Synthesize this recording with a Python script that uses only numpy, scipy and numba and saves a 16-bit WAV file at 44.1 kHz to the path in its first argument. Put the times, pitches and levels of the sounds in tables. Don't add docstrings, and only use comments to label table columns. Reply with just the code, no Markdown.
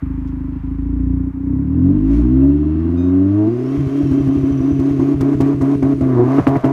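import sys
import numpy as np
from scipy import signal
from scipy.fft import rfft, irfft
from scipy.io import wavfile
from scipy.ndimage import uniform_filter1d
from numba import njit

SR = 44100
rng = np.random.default_rng(int(sys.argv[2]) if len(sys.argv) > 2 else 0)


def to_wav(sig):
    pcm = np.clip(np.atleast_2d(sig), -1, 1) * 32767
    pcm = np.round(pcm).astype(np.int16)
    wavfile.write(sys.argv[1], SR, pcm.T)


N = 296352
TIME = np.arange(N) / SR
IDLE_HZ, LIMIT_HZ, LAST_LIMIT_HZ = 26, 144.9, 142.5

# (time [s], firing rate [Hz])
FIRING_RATE = [(0.0, 26.27), (0.29, 26.3), (0.49, 25.86), (0.78, 27.2), (1.04, 29.37), (1.42, 30.09),
               (1.54, 32.34), (1.83, 44.7), (1.99, 51.4), (2.15, 57.7), (2.31, 64.36), (2.83, 82.35),
               (3.25, 96.5), (3.35, 103.4), (3.44, 107.2), (3.55, 122.7), (3.66, 130.5)]
# (time [s], boom level [dB], drone level [dB])
LOAD = [(0, -22, -25), (.5, -25, -25), (.88, -20, -22.5), (1.13, -16, -19), (1.4, -27.5, -22.5),
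        (1.52, -19, -17.5), (1.68, -20, -24), (1.86, -13.5, -18), (2.0, -18.5, -19.5), (2.17, -13.5, -21),
        (2.44, -15, -15), (2.58, -18.5, -21.5), (2.95, -19, -20.5), (3.17, -19, -18.5), (3.36, -16.5, -21),
        (3.48, -21, -13), (3.58, -25, -26.5), (4.1, -25, -19.5), (5.4, -23, -21), (6.2, -22.5, -18.5),
        (6.6, -24, -24.5)]
CYLINDER_DB = [2.0, -.2, -1.4, -.4]
# (time [s], lumpiness [0-1], strong-weak lope [dB])
UNEVENNESS = [(1.3, .42, 1), (1.8, .35, .3), (2.5, .3, .2), (2.8, .75, .2), (3.0, .7, .3), (3.15, .25, .5),
              (3.45, .2, .3), (3.75, 1, 0)]
# (time [s], half width [s], boom change [dB], drone change [dB])
STUMBLES = [(0.609, 0.028, -3.5, -14.5), (0.768, 0.014, -2.5, -7), (1.326, 0.018, -8, -17),
            (3.898, 0.059, -3.5, -5)]
# (start [s], end [s], boom change [dB], drone change [dB], rasp change [dB])
CUTS = [(3.776, 3.867, 4, -3, -1.5), (4.031, 4.11, 2.5, -4, -3), (4.201, 4.273, 2.5, -4, -1.5),
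        (4.365, 4.432, 0, -4, -2.5), (4.51, 4.604, 0.5, -3, -1.5), (4.717, 4.791, 0, -3, -4),
        (4.909, 4.99, -2, -2.5, -3), (5.145, 5.206, -0.5, -7.5, -5.5), (5.351, 5.403, -1, -9.5, -7),
        (5.545, 5.609, -2.5, -8.5, -9), (5.756, 5.823, -4.5, -7, -11), (5.938, 6.009, -6, -8.5, -10),
        (6.401, 6.466, -12.5, -30, -4), (6.571, 6.637, -18, -36, -3.5)]
CUT_BOOM_DB, CUT_DRONE_DB, CUT_RASP_DB = np.transpose(CUTS)[2:]
# (time [s], extra rasp [dB])
BOOST = [(1.7, -2), (1.9, -0.5), (2.01, 0), (2.12, 2), (2.24, 1), (2.39, 1.5), (2.58, -2), (3.1, 1),
         (3.44, -0.5), (3.54, -3), (4.8, -2.5), (5.4, 0.5), (6.05, 0.5), (6.2, 8), (6.245, 4), (6.3, 8),
         (6.55, 4)]

# (frequency [Hz], bandwidth [Hz], gain [dB])
PIPE_MODES = [(55.3, 4, 16), (88.2, 15.7, 6), (131.6, 28, 2.5), (183, 17.8, 2)]
SILENCER_MODES = [(190, 31, -27.5), (272.77, 25, 18), (309, 22.3, 17.5), (331.4, 38.6, 14),
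                  (411.6, 70, -0.5)]
SILENCER_IDLE_MODES = [(264.5, 17.3, 5), (284.6, 28.1, 0.5), (344.5, 38, -16)]
CHAMBER_MODES = [(312.3, 20, -0.5), (338, 28, -1.5), (370.6, 33, -7), (407.8, 19.6, -5.5)]
TAILPIPE_MODES = [(448, 22, 4), (648.5, 59, 7), (1032, 180, -1), (1116, 146, 2), (1570, 490, -10.5),
                  (2010, 350, -13)]
MOUTH_MODES = [(689, 75, 1.5), (920, 96, -2.5), (948, 37, 1), (1025, 81, -4.5), (1720, 280, -22.5)]
VALVE_GEAR_MODES = [(2700, 140, -1), (3200, 280, -6.5), (3980, 1600, -14.5)]

# (time [s], upper edge [Hz])
SILENCER_EDGE = [(1.9, 295.5), (2.45, 311.4), (2.9, 343), (3.25, 334), (3.5, 391), (4.5, 395.4), (5.4, 416),
                 (6.6, 468.8)]
# (time [s], level [dB])
BURBLE_LEVEL = [(3.4, -65), (3.6, -23.5), (4.3, -26.5), (5.4, -19.5), (6.1, -24), (6.7, -20)]
# (time [s], level [dB])
BARK_LEVEL = [(3.7, -58), (4.9, -44.5), (5.45, -39.5), (5.7, -36), (6.08, -42), (6.2, -31), (6.26, -30.5),
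              (6.36, -30), (6.53, -25.5), (6.72, -29.5)]
# (time [s], half width [s], level [dB])
SNARLS = [(3.425, 0.069, -9), (6.201, 0.033, -2.5)]
# (multiple of the firing rate [-], level [dB])
SNARL_PARTIALS = [(3, -7.5), (4, -19.5), (6, -20.5), (7, -32), (8, -31.5), (9, -33.5)]
# (time [s], half width [s], extra hiss [dB])
RUSHES = [(2.161, 0.12, 19), (6.32, 0.15, 5.5)]
# (time [s], bang [dB], sizzle [dB], sizzle time constant [s], crack [dB], crack sweep span [Hz])
POPS = [(4.112, -38, -48.5, 0.0079, -31, 1512), (4.272, -44, -51, 0.0068, -33.5, 1780),
        (4.793, -52, -47, .008, -40, 1980), (4.996, -34.5, -53, 0.0069, -29, 1510),
        (5.208, -31.5, -39.5, 0.0069, -23, 2480), (5.404, -25.5, -41, 0.01, -26, 1880),
        (5.612, -37, -42.5, 0.009, -24, 1520), (5.825, -30.5, -47.5, 0.007, -24.5, 1399),
        (6.009, -34, -50, 0.0077, -31, 2202), (6.383, -23.5, -64, 0.0081, -11, 1870),
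        (6.469, -20, -44, 0.014, -8.5, 3500), (6.555, -22.5, -62, 0.0058, -20, 899),
        (6.641, -20.5, -46, 0.016, -11, 1760)]
# (time [s], frequency [Hz], level [dB])
TURBO_WHISTLE = [(3.42, 4298, -73), (3.66, 5380, -59), (3.78, 5900, -69), (3.9, 5750, -69),
                 (4.0, 5600, -58.5), (4.2, 6000, -58), (4.38, 6200, -64), (4.5, 6100, -57),
                 (4.6, 6150, -59), (4.72, 6150, -56), (4.87, 6350, -62), (5.1, 6680, -61), (5.2, 7100, -85),
                 (5.34, 7700, -66), (5.52, 8000, -72.5), (5.74, 8720, -63), (5.93, 9050, -69),
                 (6.08, 9050, -68), (6.2, 9250, -68)]
# (time [s], level [dB])
VALVE_GEAR_LEVEL = [(0, -75), (.6, -69), (1.5, -79.5), (1.85, -64.5), (2.35, -60.5), (3.3, -61.5),
                    (4.5, -58.5), (5.6, -65)]
BELT_ORDERS = [19.2, 22.6]
BELT_DB = [-61.5, -60]
# (time [s], level [dB])
SQUEAK_LEVEL = [(2.96, -100), (2.975, -59), (3.0, -57), (3.04, -60), (3.09, -64), (3.15, -91)]
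# (multiple of the fundamental [-], level [dB])
SQUEAK_PARTIALS = [(1, -18), (2, -1), (3, 1.5), (4, -9), (5, -6.5), (6, -17)]

# (frequency [Hz], spectral level [dB])
JET_SPECTRUM = [(1500, -5), (2200, 2.5), (2900, -5), (3320, -7), (4000, -9), (5000, -11), (6400, -10),
                (7600, -17), (10000, -18.5), (12500, -22), (15000, -28.5)]
CLATTER_SPECTRUM = [(350, -13), (520, -9.5), (700, -9.5), (1000, 0), (1250, -7.5), (1600, -10.5),
                    (2300, -17), (3000, -31), (4200, -37.5), (9000, -41.5)]
FLAME_SPECTRUM = [(60, -41), (250, -15.5), (500, 1.5), (650, 13), (790, 5.5), (1000, 8), (1350, -6.5),
                  (1900, -5), (3000, -17.5), (5000, -48), (12000, -66)]
SIZZLE_SPECTRUM = [(800, -25.5), (2200, .5), (4000, 0), (6500, -.5), (9000, -6), (15000, -13)]
RUMBLE_SPECTRUM = [(8, -17), (20, -7), (45, -10.5), (100, -9.5), (400, -48), (2000, -75.5)]
RUSTLE_SPECTRUM = [(300, -8.5), (1000, 1), (2300, -7.5), (4000, -28), (9000, -35.5)]
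TICK_SPECTRUM = [(1000, -29), (3000, 7), (6500, 0), (10000, -18)]


def firings(phase, scatter, jitter, uneven):
    count = np.arange(1, int(phase[-1]))
    timing_draw, level_draw = rng.standard_normal((len(count), 2)).T
    firing_s = np.interp(count, phase, TIME)
    times, *columns = np.transpose(UNEVENNESS)
    lumpiness, lope_db = (np.interp(firing_s, times, column) for column in columns)
    imbalance = uneven * np.array(CYLINDER_DB)[count % len(CYLINDER_DB)]
    late_turns = lumpiness * (jitter * timing_draw - .011 * imbalance)
    onsets = np.interp(count + late_turns, phase, np.arange(N)).astype(int)
    db = lumpiness * (imbalance + scatter * level_draw) - uneven * lope_db * (-1.) ** count
    return np.bincount(onsets, undb(db), N)


def pipe_boom(phase, hz, db, deep_loss_db=-11):
    pulses = firings(phase, scatter=.8, jitter=.009, uneven=.5)
    softness = np.interp(hz, [27, 31], [.9, 0])
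    pulses = softness * smooth(pulses, .0025) + (1 - softness) * pulses
    loss = 1 - undb(deep_loss_db * np.interp(hz, [85, 115], [0, 1]))

    def pipe(x):
        modes = ring(x, PIPE_MODES) - loss * ring(x, PIPE_MODES[:1])
        return bandpass(modes, 58, 530, orders=(4, 4))

    gate = cut_gate(CUT_BOOM_DB, edge_s=.0011, factor=-1.61) * afterburn(kick=10)
    return pipe(pulses * gate) / running_rms(pipe(pulses)) * undb(db)


def silencer_drone(phase, hz, db, lag_turns=.298):
    puffs = firings(phase, scatter=3, jitter=.006, uneven=.7)
    putter = bandpass(ring(puffs, SILENCER_IDLE_MODES), 232, 345, orders=(3, 3))
    pulses = firings(phase - lag_turns, scatter=2.6, jitter=.018, uneven=1.7)
    drone = butter(ring(pulses, SILENCER_MODES), 237, "high", order=4)
    edge_hz, = curves(SILENCER_EDGE)
    for damping in 2 * np.sin(np.pi * np.array([1, 3, 5, 7]) / 16):
        drone = moving_lowpass(drone, edge_hz, damping)
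    idle_share = np.interp(hz, [44, 56], [1, 0])
    note = idle_share * levelled(putter) + (1 - idle_share) * levelled(drone)
    return levelled(note) * afterburn(kick=3.7) * undb(db) * cut_gate(CUT_DRONE_DB, edge_s=.0018)


def silencer_swell(hz, note_hz=285.3, half_width_hz=24.4, peak_db=8):
    detuning_hz = note_hz - hz * np.round(note_hz / hz)
    resolved = np.interp(hz, [31, 45], [0, 1])
    return peak_db * resolved / (1 + (detuning_hz / half_width_hz) ** 2)


def snarl(phase):
    tone = sum(undb(db) * np.sin(2 * np.pi * k * phase) for k, db in SNARL_PARTIALS)
    return tone * sum(undb(db) * bump(s, width) for s, width, db in SNARLS)


def steepening(wave, hz, boost_db):
    overtones = butter(ring(wave ** 2 + 2 * wave ** 3, TAILPIPE_MODES), 320, "high", order=5)
    flow_db = np.interp(hz, [65, 105], [-23, -16])
    return overtones * undb(flow_db + .7 * boost_db)


def chamber_burble(phase):
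    db, = curves(BURBLE_LEVEL)
    pulses = firings(phase, scatter=3, jitter=.02, uneven=3)
    chambers = butter(ring(pulses, CHAMBER_MODES), 274, "high", order=6)
    return levelled(chambers) * undb(db) * cut_gate(.63 * CUT_DRONE_DB, edge_s=.0033)


def mouth_bark(phase):
    db, = curves(BARK_LEVEL)
    shocks = firings(phase, scatter=2, jitter=.004, uneven=1.1)
    mouth = bandpass(ring(shocks, MOUTH_MODES), 470, 2400, orders=(4, 2))
    gate = (TIME > BARK_LEVEL[0][0]) * cut_gate(4.8 * CUT_RASP_DB, edge_s=.0018)
    return levelled(mouth) * undb(db) * gate


def tailpipe_rasp(phase, hz, boost_db, rise_db_per_hz=.1242):
    puff = firing_decay(phase, turns=.99) + .84
    gas = unit(ring(puff * rng.standard_normal(N), TAILPIPE_MODES))
    pulses = firings(phase, scatter=1.2, jitter=.005, uneven=.9)
    fronts = butter(ring(pulses, TAILPIPE_MODES), 1300, "low")
    steepness = undb(-6.5 + .68 * boost_db)
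    pipe = bandpass(gas + steepness * levelled(fronts), 520, 4900, orders=(3, 4))
    clatter = noise(CLATTER_SPECTRUM) * (1 + 3.3 * puff)
    pipe_share = np.interp(hz, [31, 101], [0, 1])
    mix = np.sqrt(pipe_share) * levelled(pipe) + np.sqrt(1 - pipe_share) * unit(clatter)
    db = -49.5 + rise_db_per_hz * (hz - IDLE_HZ) + boost_db
    return mix * undb(db) * cut_gate(CUT_RASP_DB, edge_s=.0017) * afterburn(kick=5.8)


def jet_hiss(phase, hz, boost_db, rise_db_per_hz=.2378):
    grain_db = np.interp(TIME, [3.4, 3.9], [1, 1.8]) * wander(.001)
    flutter_db = .9 * wander(.018)
    throb = 1 + .061 * np.cos(2 * np.pi * phase)
    jet = unit(noise(JET_SPECTRUM) * undb(grain_db + flutter_db) * throb)
    rush_db = sum(db * bump(s, width) for s, width, db in RUSHES)
    db = -76.5 + rise_db_per_hz * (hz - IDLE_HZ) - .18 * boost_db + rush_db
    return jet * undb(db) * cut_gate(.19 * CUT_RASP_DB, edge_s=.005)


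def limiter_sag(fall_hz_per_s=215, recovery_s=.08):
    cutting = sum((TIME > start) * (TIME < end) for start, end, *_ in CUTS)
    return signal.lfilter([fall_hz_per_s / SR], [1, -np.exp(-1 / (recovery_s * SR))], cutting)


def cut_gate(changes_db, edge_s, factor=1):
    gate = np.ones(N)
    for (start, end, *_), db in zip(CUTS, changes_db):
        gate[int(start * SR):int(end * SR)] = factor * undb(db)
    return smooth(gate, edge_s)


def cut_thumps(thump_hz=78, bandwidth_hz=34):
    lurch = np.zeros(N)
    for start, end, boom_db, *_ in CUTS:
        push = undb(35 + min(boom_db, 0))
        lurch[int(start * SR)], lurch[int(end * SR)] = -push, push
    return butter(ring(lurch, [(thump_hz, bandwidth_hz, 0)]), 310, "low", order=4)


def fuel_pops(phase, flare_s=.0011, decay_s=.018, grain_db=5):
    cracks, blows, flame, sizzle = np.zeros((4, N))
    for s, bang_db, sizzle_db, sizzle_s, crack_db, span_hz in POPS:
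        age, onset = np.maximum(TIME - s, 0), int(s * SR)
        front = shock_crack(span_hz)[:N - onset]
        cracks[onset:onset + len(front)] += undb(crack_db) * front
        blows[onset] = undb(bang_db)
        flame += undb(bang_db) * np.minimum(age / flare_s, 1) * np.exp(-age / decay_s)
        sizzle += undb(sizzle_db) * (age > 0) * np.exp(-np.abs(age / sizzle_s - .8))
    puffs = unit(.47 + firing_decay(phase, turns=.49))
    burst = flame * puffs * cut_gate(1.2 * CUT_RASP_DB, edge_s=.001) * noise(FLAME_SPECTRUM)
    grain = unit(undb(grain_db * wander(.0004)))
    crackle = sizzle * grain * noise(SIZZLE_SPECTRUM)
    thud = butter(ring(blows, SILENCER_MODES), 600, "low") * undb(38)
    return burst + butter(cracks, 110, "high") - thud + crackle


def shock_crack(span_hz, end_hz=330, sweep_s=.001, attack_s=.0044, decay_s=.0045):
    echo_s, echo_db = .0069, -9
    age = TIME[:SR // 20]
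    hz = end_hz + span_hz * np.exp(-age / sweep_s)
    envelope = (1 - np.exp(-age / attack_s)) * np.exp(-age / decay_s)
    front = np.sin(2 * np.pi * np.cumsum(hz) / SR) * envelope
    front /= np.abs(front).max()
    return front + undb(echo_db) * np.interp(age - echo_s, age, front)


def afterburn(kick, decay_s=.022):
    flare = sum(undb(db / 2) * (TIME > s) * np.exp(-np.abs(TIME - s) / decay_s) for s, db, *_ in POPS)
    return 1 + kick * smooth(flare, .0015)


def turbo_whistle(sag_hz, flutter=.018, flicker_db=3):
    hz, db = curves(TURBO_WHISTLE)
    hz = hz * (1 - .6 * sag_hz / LIMIT_HZ) * (1 + flutter * wander(.00075))
    db = db - 4 + flicker_db * wander(.01)
    return np.sqrt(2) * np.sin(2 * np.pi * np.cumsum(hz) / SR) * undb(db) * during(TURBO_WHISTLE)


def valve_gear(phase):
    db, = curves(VALVE_GEAR_LEVEL)
    ticks = (.5 + firing_decay(phase, turns=.42)) * rng.standard_normal(N)
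    return unit(bandpass(ring(ticks, VALVE_GEAR_MODES), 2000, 4800, orders=(2, 4))) * undb(db)


def belt_whine(phase, hz, flicker_db=2.5, fade_from_s=4.5, fade_db_per_s=12):
    tone = sum(undb(db) * np.sin(2 * np.pi * order * phase) for order, db in zip(BELT_ORDERS, BELT_DB))
    db = flicker_db * wander(.023) - fade_db_per_s * np.maximum(TIME - fade_from_s, 0)
    return np.sqrt(2) * tone * np.interp(hz, [120, 138], [0, 1]) * undb(db)


def brake_squeak(start_hz=1230, rise_hz_per_s=80, waver=.00084):
    db, = curves(SQUEAK_LEVEL)
    hz = (start_hz + rise_hz_per_s * (TIME - SQUEAK_LEVEL[0][0])) * (1 + waver * wander(.011))
    angle = 2 * np.pi * np.cumsum(hz) / SR
    tone = sum(undb(partial_db) * np.sin(k * angle) for k, partial_db in SQUEAK_PARTIALS)
    return np.sqrt(2) * tone * undb(db) * during(SQUEAK_LEVEL)


def roadside(x, t60_s=.078, delay_s=.015, wet_db=-24):
    age = TIME[:SR]
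    tail = bandpass(rng.standard_normal(SR) * undb(-60 * age / t60_s) * (age > delay_s), 310, 1300)
    tail /= np.sqrt(np.sum(tail ** 2))
    return x + undb(wet_db) * signal.fftconvolve(x, tail)[:N]


def night_air(rustle_decay_s=1, tick_s=.275, tick_decay_s=.016):
    rumble = noise(RUMBLE_SPECTRUM) * undb(-49)
    rustle = noise(RUSTLE_SPECTRUM) * undb(-51) * np.exp(-TIME / rustle_decay_s)
    tick_envelope = (TIME > tick_s) * np.exp(-np.abs(TIME - tick_s) / tick_decay_s)
    return rumble + rustle + noise(TICK_SPECTRUM) * undb(-57) * tick_envelope


def undb(db):
    return 10 ** (np.asarray(db) / 20)


def curves(table):
    times, *columns = np.transpose(table)
    return [np.interp(TIME, times, column) for column in columns]


def during(table):
    return (TIME > table[0][0]) * (TIME < table[-1][0])


def bump(s, half_width_s):
    return np.exp(-((TIME - s) / half_width_s) ** 2)


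def firing_decay(phase, turns):
    return np.exp(-(phase % 1) / turns)


def unit(x):
    return x / np.sqrt(np.mean(x ** 2))


def smooth(x, seconds):
    size = max(int(seconds * SR), 1)
    return uniform_filter1d(uniform_filter1d(x, size), size)


def running_rms(x):
    return np.sqrt(np.abs(smooth(x ** 2, .075)) + 1e-14)


def levelled(x):
    return x / running_rms(x)


def wander(seconds):
    return unit(smooth(rng.standard_normal(N), seconds))


def noise(spectrum):
    hz, db = np.transpose(spectrum)
    bin_hz = np.arange(N // 2 + 1) * SR / N
    gain = undb(np.interp(np.log(bin_hz + 1), np.log(hz), db))
    return unit(irfft(rfft(rng.standard_normal(N)) * gain, N))


def butter(x, hz, kind, order=2):
    return signal.sosfilt(signal.butter(order, hz, kind, fs=SR, output="sos"), x)


def bandpass(x, low_hz, high_hz, orders=(2, 2)):
    return butter(butter(x, low_hz, "high", orders[0]), high_hz, "low", orders[1])


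def ring(x, modes):
    return sum((-1) ** k * undb(db) * signal.lfilter(*signal.iirpeak(hz, hz / width, SR), x)
               for k, (hz, width, db) in enumerate(modes))


@njit
def moving_lowpass(x, hz, damping):
    low, band_state, low_state = np.empty(len(x)), 0., 0.
    for i in range(len(x)):
        g = np.tan(np.pi * hz[i] / SR)
        band = (band_state + g * (x[i] + 1e-18 - low_state)) / (1 + g * (g + damping))
        low[i] = low_state + g * band
        band_state, low_state = 2 * band - band_state, low_state + 2 * g * band
    return low


def scene(bog_drop_hz=21.484, bog_boom_db=7):
    sag_hz = limiter_sag()
    bog = bump(6.195, .115)
    free_hz, = curves(list(FIRING_RATE) + [(CUTS[0][0], LIMIT_HZ), (TIME[-1], LAST_LIMIT_HZ)])
    hz = free_hz - sag_hz - bog_drop_hz * bog
    phase = np.cumsum(hz) / SR + .5
    stumble_db = sum(np.outer(changes, bump(s, width)) for s, width, *changes in STUMBLES)
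    boom_db, drone_db = curves(LOAD) + stumble_db
    boost_db, = curves(BOOST)
    wave = pipe_boom(phase, hz, boom_db + bog_boom_db * bog)
    wave += silencer_drone(phase, hz, drone_db + silencer_swell(hz)) + snarl(phase)
    exhaust = wave + steepening(wave, hz, boost_db) + chamber_burble(phase) + mouth_bark(phase)
    exhaust += tailpipe_rasp(phase, hz, boost_db) + jet_hiss(phase, hz, boost_db)
    engine_bay = valve_gear(phase) + belt_whine(phase, hz) + turbo_whistle(sag_hz)
    car = exhaust + cut_thumps() + fuel_pops(phase) + engine_bay + brake_squeak()
    return (roadside(car) + night_air())[None]


def record(dry, knee=.9, top_hz=15300):
    excess = dry - dry / (1 + (dry / knee) ** 10) ** (1 / 10)
    rounded = dry - smooth(excess, .00025)
    return signal.sosfilt(signal.ellip(8, .2, 70, top_hz, fs=SR, output="sos"), rounded)


dry = scene()
out = record(dry)
to_wav(out)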